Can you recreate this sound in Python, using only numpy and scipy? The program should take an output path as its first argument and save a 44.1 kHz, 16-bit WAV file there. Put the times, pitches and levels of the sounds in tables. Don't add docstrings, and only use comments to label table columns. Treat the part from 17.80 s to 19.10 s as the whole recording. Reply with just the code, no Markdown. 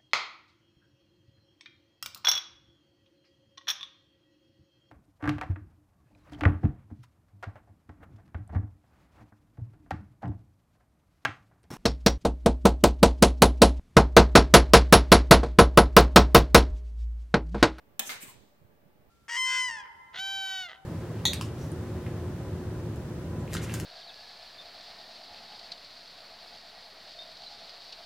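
import sys
import numpy as np
from scipy import signal
from scipy.fft import rfft, irfft
from scipy.io import wavfile
from scipy.ndimage import uniform_filter1d

SR = 44100
rng = np.random.default_rng(int(sys.argv[2]) if len(sys.argv) > 2 else 0)


def makeup_ratio(level_db):
    decades = np.asarray(level_db, float) / 20
    return 10 ** decades


def file_out(sig):
    cols = np.atleast_2d(sig).T
    lim = np.clip(cols, -1, 1)
    pcm = np.round(lim * 32767).astype(np.int16)
    wavfile.write(sys.argv[1], SR, pcm)


N = 57330
T = np.arange(N) / SR
PORT_LAG_S, ALIKE_BELOW_HZ = 0.00033, 650


def band(x, hz, width):
    return signal.lfilter(*signal.iirpeak(hz, hz / width, fs=SR), x)


def band_twice(x, hz, width):
    return band(band(x, hz, width), hz, width)


def unit(x):
    return x / np.sqrt(np.mean(x ** 2))


def colour(x, points, size=4096):
    hz, gain_db = np.array(points, float).T
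    bins_hz = np.arange(size // 2 + 1) * SR / size
    db = np.interp(np.log(bins_hz + 1), np.log(hz), gain_db)
    cepstrum = irfft(np.log(makeup_ratio(db)))
    cepstrum[1:size // 2] *= 2
    cepstrum[size // 2 + 1:] = 0
    h = irfft(np.exp(rfft(cepstrum)))
    h = h / np.sqrt(h @ h)
    return signal.fftconvolve(x, np.atleast_2d(h), axes=1)[:, :N]


def ring(x, modes):
    t = T[:SR // 4]
    turns = rng.uniform(0, 2 * np.pi, (len(modes), 2, 1))
    h = 0
    for (hz, db, t60), turn in zip(modes, turns):
        phase = turn * min(hz / ALIKE_BELOW_HZ / 2, 1)
        h = h + makeup_ratio(db) * np.sin(2 * np.pi * hz * t + phase) * makeup_ratio(-60 * t / t60)
    h = h / np.sqrt(np.mean(np.sum(h ** 2, 1)))
    return signal.fftconvolve(x, h, axes=1)[:, :N]


def pair(spread_db=0):
    x = rng.standard_normal((3, N)) * makeup_ratio(spread_db * rng.exponential(1, (3, N)))
    low = signal.butter(1, ALIKE_BELOW_HZ, fs=SR)
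    shared = signal.lfilter(*low, x[2])
    lagged = np.interp(T - PORT_LAG_S, T, shared)
    separate = x[:2] - signal.lfilter(*low, x[:2]) / 2
    return unit(separate + np.array([lagged, shared]))


def walk(rate_hz):
    k = int(SR / rate_hz)
    return unit(uniform_filter1d(uniform_filter1d(rng.standard_normal(N), k), k))


def burst(start, rise, fall):
    t = np.maximum(T - start, 0)
    return (1 - np.exp(-t / rise)) * np.exp(-t / fall)


def strikes(events):
    x = np.zeros((1, N))
    for s, db, *_ in events:
        x[0, int(s * SR)] = makeup_ratio(db)
    return x


def curve(points, column):
    table = np.array(points)
    return np.interp(T, table[:, 0], table[:, column])


def level_curve(points, column):
    table = np.array(points)
    return np.interp(T, table[:, 0], table[:, column], left=-150, right=-150)


# start [s], level [dB], chatter length [s].
SNAPS = [
    (.1938, -14.5, .0022),
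    (.1958, -20, .004),
    (.1988, -26, .002),
]
# frequency [Hz], level [dB].
SNAP_COLOUR = [(120, -51.5), (250, -18), (700, -9), (2200, 0.5), (3100, 10.5), (5200, -1), (7000, 4),
               (14000, -6.5)]
# frequency [Hz], level [dB], 60 dB decay time [s].
HOUSING_MODES = [(218.2, -20.5, 0.049), (619.6, -15.5, 0.053), (796, -15.5, 0.051), (1270, -11, 0.013),
                 (1760, -17.5, 0.033), (2754, -15, 0.0288), (3116, -6.5, .03), (3693, -13, 0.022),
                 (3900, -19.5, 0.042), (5394, 1.5, 0.0074), (6480, -3.5, 0.036), (7380, 2.5, 0.0049),
                 (7974, -6, .01), (13200, -14.5, 0.0033)]


def switch():
    let_go_s, let_go_hz, let_go_db = .191, 3200, -51
    creep = np.clip((T - let_go_s) / (SNAPS[0][0] - let_go_s), 0, 1) * (T < SNAPS[1][0])
    let_go = makeup_ratio(let_go_db) * creep * unit(band_twice(pair(), let_go_hz, let_go_hz))
    force = sum(makeup_ratio(db) * burst(s, .0003, fall) for s, db, fall in SNAPS)
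    chatter = colour(pair(spread_db=1.5) * force, SNAP_COLOUR)
    housing = makeup_ratio(15) * ring(strikes(SNAPS[:1]), HOUSING_MODES)
    return let_go + chatter + housing


# frequency [Hz], level [dB].
KNOCK_COLOUR = [(250, -22), (500, -10.5), (900, -3.5), (1400, 2), (2100, 1), (3000, 2), (4500, 2),
                (9000, -24)]
# frequency [Hz], level [dB], 60 dB decay time [s].
KNOCK_BODY = [(508, -7.5, 0.016), (929, -20.5, 0.039), (1060, -24, 0.098), (1290, -24, 0.021),
              (1670, -41, .03), (2129.3, 7.5, 0.033), (2330, -24, 0.059), (2660, -10.5, 0.088),
              (2850, -31, 0.022), (3450, -23, 0.024), (4537, -13, 0.09)]
# start [s], level [dB].
KNOCK_SLIPS = [
    (.2935, -32),
    (.2978, -31),
    (.3021, -31),
    (.3064, -34),
    (.3193, -37),
    (.3322, -37),
]


def knock():
    start_s, level_db, rise_s, fall_s = .2915, -27.5, 0.001, 0.033
    judder_hz, judder_db = 255, 2
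    judder = makeup_ratio(judder_db * np.sin(2 * np.pi * judder_hz * (T - start_s - .0018)))
    force = pair(spread_db=1) * judder * makeup_ratio(level_db) * burst(start_s, rise_s, fall_s)
    body = makeup_ratio(19.5) * ring(strikes(KNOCK_SLIPS), KNOCK_BODY)
    return colour(force, KNOCK_COLOUR) + body


def rub(pressure, tone):
    db = level_curve(pressure, 1) + walk(72)
    return colour(pair(spread_db=1) * makeup_ratio(db), tone)


# time [s], level [dB].
RUB_1_PRESSURE = [
    (.215, -48),
    (.245, -47),
    (.275, -34),
    (.3, -36.5),
    (.33, -38.5),
    (.355, -48.5),
    (.385, -60),
]
# frequency [Hz], level [dB].
RUB_1_COLOUR = [(300, -9.5), (1400, -8), (3000, -4.5), (4300, -10.5), (6100, 5), (8500, 0.5), (12300, -11),
                (16000, -33.5)]


def first_rub():
    return rub(RUB_1_PRESSURE, RUB_1_COLOUR)


# time [s], level [dB].
RUB_2_PRESSURE = [
    (.396, -96),
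    (.408, -48.5),
    (.43, -37),
    (.46, -49),
    (.5, -45.5),
    (.54, -59.5),
    (.575, -91),
]
# frequency [Hz], level [dB].
RUB_2_COLOUR = [(300, -17.5), (1000, -20), (2300, -8), (5000, -19.5), (6700, -13.5), (7400, -5.5),
                (8800, -8), (9600, -30)]


def second_rub():
    return rub(RUB_2_PRESSURE, RUB_2_COLOUR)


# time [s], level [dB].
BRUSH_PRESSURE = [
    (.392, -87),
    (.403, -58),
    (.425, -44.5),
    (.45, -56),
    (.5, -56),
    (.53, -73),
]
# frequency [Hz], level [dB].
BRUSH_COLOUR = [(5000, -16), (10000, -1.5), (12400, -3), (13500, -24), (16000, -19)]


def brush():
    return rub(BRUSH_PRESSURE, BRUSH_COLOUR)


# time [s], pitch [Hz], level [dB].
SQUEAK = [
    (.455, 1147, -59),
    (0.479, 1099, -56),
    (0.518, 847, -56),
    (.55, 906, -96),
]


def squeak():
    width_hz = 120
    turn = 2 * np.pi * np.cumsum(curve(SQUEAK, 1)) / SR
    a, b = uniform_filter1d(rng.standard_normal((2, 2, N)), int(SR / width_hz))
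    return makeup_ratio(level_curve(SQUEAK, 2)) * unit(a * np.sin(turn) + b * np.cos(turn))


# band [Hz], 60 dB decay time [s], level re direct [dB].
ROOM = [(262, 0.2, 8.5), (756, 0.22, 4), (1852, 0.34, 2.5), (4215, 0.91, -6.5), (8340, 0.33, -7),
        (11000, 0.33, -14), (15210, 0.52, -23)]


def room(x):
    first_wall_s = 0.00418
    t = T[:SR // 2]
    tail = 0
    for hz, t60, db in ROOM:
        h = band_twice(pair(), hz, hz * 1.1)[:, :len(t)]
        h = h * makeup_ratio(-60 * t / t60) * (t > first_wall_s)
        tail = tail + h * makeup_ratio(db) * np.sqrt(hz / SR / np.mean(np.sum(h ** 2, 1)))
    return signal.fftconvolve(x[::-1], tail, axes=1)[:, :N]


# time [s], level [dB], frequency [Hz].
BUMPS = [(0.363, -46.5, 101), (0.437, -35.5, 264), (0.486, -47.5, 110), (0.613, -51, 123), (.632, -50, 190),
         (.82, -45, 138.5), (0.852, -45, 110), (0.987, -57.5, 197.6), (1.063, -44.5, 151),
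         (1.16, -47.5, 193), (1.198, -51, 138.1), (1.28, -54.5, 79.5)]


def grip():
    hz, level_db, leak_db, bump_cycles = 110, -58, -33, 1.75
    rumble = band(band(rng.standard_normal(N), hz, hz * 2.28), hz, hz * 6.9)
    x = makeup_ratio(level_db + 4.4 * walk(19)) * unit(rumble)
    for s, db, bump_hz in BUMPS:
        cycles = (T - s) * bump_hz
        swell = np.exp(-(cycles / bump_cycles * 2) ** 2)
        x = x + makeup_ratio(db) * np.cos(2 * np.pi * cycles - .6) * swell
    return x * np.array([[makeup_ratio(leak_db)], [1]])


# frequency [Hz], level per Hz [dB].
AIR_COLOUR = [(18, -25.5), (30, -9.5), (48, -18.5), (161, -14.5), (584, -14), (1280, -21.5), (1760, -21),
              (5040, -32.5), (16000, -44)]
# frequency [Hz], width [Hz], level [dB].
HUM = [
    (591, 18, -70),
    (852, 8.3, -79),
    (1160, 14, -80),
]


def air():
    hum = 0
    for hz, width, db in HUM:
        hum = hum + makeup_ratio(db) * unit(band(rng.standard_normal(N), hz, width))
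    return makeup_ratio(-62) * colour(pair(), AIR_COLOUR) + hum


def scene():
    near = switch() + knock() + first_rub() + second_rub() + brush() + squeak()
    near = signal.lfilter(*signal.butter(2, 170, "high", fs=SR), near)
    return near + room(near) + air() + grip()


def band_limit(x):
    return signal.sosfilt(signal.butter(12, 16780, fs=SR, output="sos"), x)


# frequency [Hz], level [dB].
MIC = [(30, 1), (7000, -5.5), (8600, -3), (10000, -1.5), (11500, 0), (13000, 9), (15700, 12), (16600, -46)]


def record(dry):
    mix = colour(dry, MIC) - .00042
    return band_limit(mix)


dry = scene()
out = record(dry)
file_out(out)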